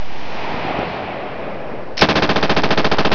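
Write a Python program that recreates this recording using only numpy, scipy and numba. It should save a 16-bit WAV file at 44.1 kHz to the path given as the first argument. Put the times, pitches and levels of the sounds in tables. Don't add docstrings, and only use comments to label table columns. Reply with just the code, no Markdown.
import sys
import numpy as np
from scipy import signal
from scipy.io import wavfile
from scipy.ndimage import uniform_filter1d
from numba import njit

SR = 44100
rng = np.random.default_rng(int(sys.argv[2]) if len(sys.argv) > 2 else 0)


def generate_wav(sig):
    pcm = np.round(np.clip(np.atleast_2d(sig).T, -1, 1) * 32767).astype(np.int16)
    wavfile.write(sys.argv[1], SR, pcm)


def makeup_ratio(level_db):
    decades = np.asarray(level_db, float) / 20
    return 10 ** decades


N = 138474

# (time [s], blast level [dB], upward bias swing afterwards [rails])
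SHOTS = [(2.0190, -2, 3.5), (2.0868, 1.5, 4.26), (2.1551, 3, 4.26), (2.2218, -1.5, 3.1),
         (2.2909, -1.5, 3.74), (2.3588, -6.5, 2.5), (2.4271, -4, 3.5), (2.4950, -1.5, 3.85),
         (2.5650, -2.5, 3.33), (2.6347, -5.5, 3.2), (2.7057, -2.5, 3.93), (2.7749, -2, 3.74),
         (2.8446, -2.5, 4.36), (2.9149, -4, 3.65), (2.9838, -2, 3.94), (3.0486, -3.5, 3.48),
         (3.1158, -2, 1.6)]
# (pitch [Hz], level [dB], time to fall 60 dB [s])
CAR_PANELS = [(158.6, 5, 0.13), (201, 8, 0.075), (257.8, 3.5, 0.065), (311.5, 5.5, 0.19), (396, 6, 0.11),
              (528, 4, 0.16), (658, 7.5, 0.12), (820, 6, 0.093), (902.3, 3, 0.12), (1015, -3, .1),
              (1327, -1, 0.08)]
# (delay [s], level [dB], length [s], polarity [+-])
BLAST_ECHOES = [(0, 16, .0003, -0.89), (.0003, 20, 0.00083, 1), (.0017, 23, 0.00059, 1),
                (.0037, 26, 0.00064, 1), (.0052, 25, 0.00097, 1), (.0074, 15.5, 0.00068, 1),
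                (0.0107, 19, 0.00039, 0.87), (.013, 16.5, 0.0019, 1), (0.0169, 9.5, 0.0011, 1),
                (0.0212, 11.5, .0007, -1), (0.0224, 13, 0.00081, -1), (0.0251, 11.5, .0008, -1),
                (.03, 15.5, 0.00066, -1), (.0333, 8, 0.00052, -1), (0.0344, 6, 0.00059, -1),
                (.0408, 4.5, 0.0011, -1), (0.0454, -0.5, 0.0013, -1)]
# (time [s], level [dB])
BOLT_KNOCKS = [
    (1.969, -14.5),
    (1.9756, -8),
    (1.9899, -6),
    (2, -18),
    (2.0091, -2),
    (2.013, -19),
    (2.0135, -13),
]
# (pitch [Hz], width [Hz], level [dB])
BOLT_RINGS = [
    (2440, 1000, 5),
    (4000, 1000, -10),
    (5330, 940, 11),
]
# (time [s], level [dB], treble lost in air at 4 kHz [dB])
ROLLING_ECHO = [(0, -29.5, -8.5), (.12, -30, -9.5), (0.302, -25.5, -8.5), (.45, -20.5, -6),
                (.65, -19.5, -4.5), (.8, -17.5, 0), (.9, -20.5, -4), (1.2, -21.5, 3), (1.5, -23, 7.5),
                (1.749, -23.5, 14.5), (1.958, -28.5, 17.5), (2.098, -6, 9)]
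# (pitch [Hz], level per Hz [dB])
ROLL_COLOUR = [(45, -14), (100, -4.5), (170, -2.5), (600, -4.5), (1400, -13), (2600, -12), (2950, -19.5),
               (6000, -38.5)]
# (time [s], pitch [Hz])
HOLLOW_PITCH = [(0, 822), (.5, 785), (.85, 734), (1.4, 575), (2, 525)]
# (time [s], pitch [Hz], level [dB])
FAR_SLAPS = [
    (0.542, 130, -6),
    (0.65, 228, -5.5),
    (0.709, 300, -5.5),
    (.789, 285, -2),
    (.830, 640, -8.5),
]
# (time [s], pitch [Hz], level [dB])
METAL_TICK = (0.79, 5600, -27.5)


@njit
def moving_band(x, hz, width):
    y, b, l = np.empty(len(x)), 0., 0.
    for i in range(len(x)):
        g, k = np.tan(np.pi * hz[i] / SR), width / hz[i]
        v = (b + g * (x[i] - l)) / (1 + g * (g + k))
        b, l, y[i] = 2 * v - b, l + 2 * g * v, k * v
    return y


def band(x, hz, width):
    y = moving_band(x, np.full(len(x), 1. * hz), 1. * width)
    return y / np.std(y)


def noise_band(n, hz, width):
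    return band(rng.standard_normal(n), hz, width)


def fade(t, t60):
    return (t >= 0) * makeup_ratio(-60 * np.maximum(t, 0) / t60)


def wander(rate):
    hold = int(SR / rate)
    steps = np.repeat(rng.standard_normal(N // hold + 1), hold)
    return 0.9 * uniform_filter1d(uniform_filter1d(steps, hold), hold)[:N]


def repeat_at(times, sizes, sound):
    hits = np.zeros(N)
    np.add.at(hits, (np.asarray(times) * SR).astype(int), sizes)
    return signal.fftconvolve(hits, sound)[:N]


SCATTER_T60_S = 0.097


def blast(t):
    crack, panels = 0, 0
    for delay, db, length, sign in BLAST_ECHOES:
        half_wave = np.sin(np.pi * np.clip((t - delay) / length, 0, 1))
        crack = crack + sign * makeup_ratio(db) * half_wave
    for k, (hz, db, t60) in enumerate(CAR_PANELS):
        panels = panels + (-1) ** k * makeup_ratio(db) * np.sin(2 * np.pi * hz * t) * fade(t, t60)
    scatter = makeup_ratio(10) * noise_band(len(t), 2070, 2400) * fade(t, SCATTER_T60_S)
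    low_scatter = makeup_ratio(6) * noise_band(len(t), 436, 500) * fade(t, 0.14)
    return crack + panels + scatter + low_scatter


def gun():
    when, db, overshoot = np.array(SHOTS).T
    t = np.arange(SR // 2) / SR
    gas = makeup_ratio(4) * noise_band(N, 2100, 2800) * repeat_at(when, makeup_ratio(db), fade(t, SCATTER_T60_S))

    kick, kick_s, overshoot_s = 13.8, 0.013, 0.045
    swing_down = kick * repeat_at(when, makeup_ratio(db), np.exp(-t / kick_s))
    bias = repeat_at(when, overshoot, np.exp(-t / overshoot_s)) - swing_down

    quarry_db, quarry_t60_s, quarry_hz = -21, 0.78, 1300
    long = np.arange(SR) / SR
    power = np.abs(repeat_at(when, 0.63, fade(long, quarry_t60_s) ** 2))
    quarry = makeup_ratio(quarry_db) * noise_band(N, quarry_hz / 2, quarry_hz) * np.sqrt(power)
    return repeat_at(when, makeup_ratio(db), blast(t)) + gas + bias + quarry


def bolt():
    lead_s, cycle_db, t60_s, rise_s = 0.018, -10.5, 0.036, 0.0024
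    when, db = np.array(BOLT_KNOCKS).T
    when = np.r_[when, np.array(SHOTS)[1:, 0] - lead_s]
    db = np.r_[db, np.full(len(SHOTS) - 1, cycle_db)]
    t = np.arange(SR // 10) / SR
    rings = sum(makeup_ratio(level) * noise_band(N, hz, width) for hz, width, level in BOLT_RINGS)
    knock = fade(t, t60_s) * np.minimum(t / rise_s, 1) ** 2
    return rings / np.std(rings) * repeat_at(when, makeup_ratio(db), knock)


def far_slaps(t):
    slaps = 0
    for start, hz, db in FAR_SLAPS + [METAL_TICK]:
        slaps = slaps - makeup_ratio(db) * np.sin(2 * np.pi * hz * (t - start)) * fade(t - start, 0.016)
    return slaps


def hollow_tone(t):
    pitch = np.interp(t, *np.array(HOLLOW_PITCH).T)
    hollow = moving_band(rng.standard_normal(N), pitch, 350.)
    hollow = moving_band(hollow, pitch, 450.)
    return makeup_ratio(-6.5 + 1.1 * wander(22)) * hollow / np.std(hollow)


def rolling_echo():
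    t = np.arange(N) / SR
    at, db, air_db = np.array(ROLLING_ECHO).T
    air_loss = np.interp(t, at, air_db)
    swell_db, flicker_db = 0.5, 0.87
    swell = wander(8.9)
    colour_hz, colour_db = np.array(ROLL_COLOUR).T
    rumble = 0
    for hz in 45 * 2 ** np.arange(0, 7.3, 1 / 4):
        colour = np.interp(np.log(hz), np.log(colour_hz), colour_db)
        colour = colour + 10 * np.log10(hz / 650)
        shift = -air_loss * (hz / 4000) ** 1.9
        shift = shift + swell_db * swell + flicker_db * wander(25)
        rumble = rumble + makeup_ratio(colour + shift) * band(noise_band(N, hz, hz / 4), hz, hz / 4)
    echo = rumble / 3 + hollow_tone(t)
    return echo * makeup_ratio(np.interp(t, at, db)) + far_slaps(t)


def wind_and_hiss():
    wind = makeup_ratio(-37 + 2.7 * wander(6)) * noise_band(N, 54, 68)
    return wind + makeup_ratio(-51.5) * noise_band(N, 5000, 4000)


def scene():
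    return (gun() + bolt() + rolling_echo() + wind_and_hiss())[None]


def low_pass(x):
    return signal.sosfilt(signal.butter(12, 6880, fs=SR, output="sos"), x)


def record(dry):
    t = np.arange(N) / SR
    since = np.maximum(t - SHOTS[0][0], 0)

    softness = 0.17
    x = (np.hypot(dry + 1, softness) - np.hypot(dry - 1, softness)) / 2
    for hz in (97, 44.6):
        x = signal.lfilter(*signal.butter(1, hz, "high", fs=SR), x)

    open_db, ducked_db, duck_s = -2, -11, 0.023
    x = x * makeup_ratio(ducked_db + (open_db - ducked_db) * np.exp(-since / duck_s))
    x = signal.sosfilt(signal.butter(4, 6000, fs=SR, output="sos"), x)
    x = signal.sosfilt(signal.cheby2(6, 50, 8280, fs=SR, output="sos"), x)

    start, rest, fall_s, climb, rise_s = 0.215, -0.085, 0.78, 0.27, 0.3
    drift = rest + (start - rest) * np.exp(-t / fall_s)
    drift = drift + climb * (1 - np.exp(-since / rise_s))
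    ripple = makeup_ratio(-43) * signal.sawtooth(2 * np.pi * 32.4 * t, 0.8)
    ripple = uniform_filter1d(ripple, size=200)
    return low_pass(np.clip(x + drift + ripple, -0.976, 0.976))


dry = scene()
out = record(dry)
generate_wav(out)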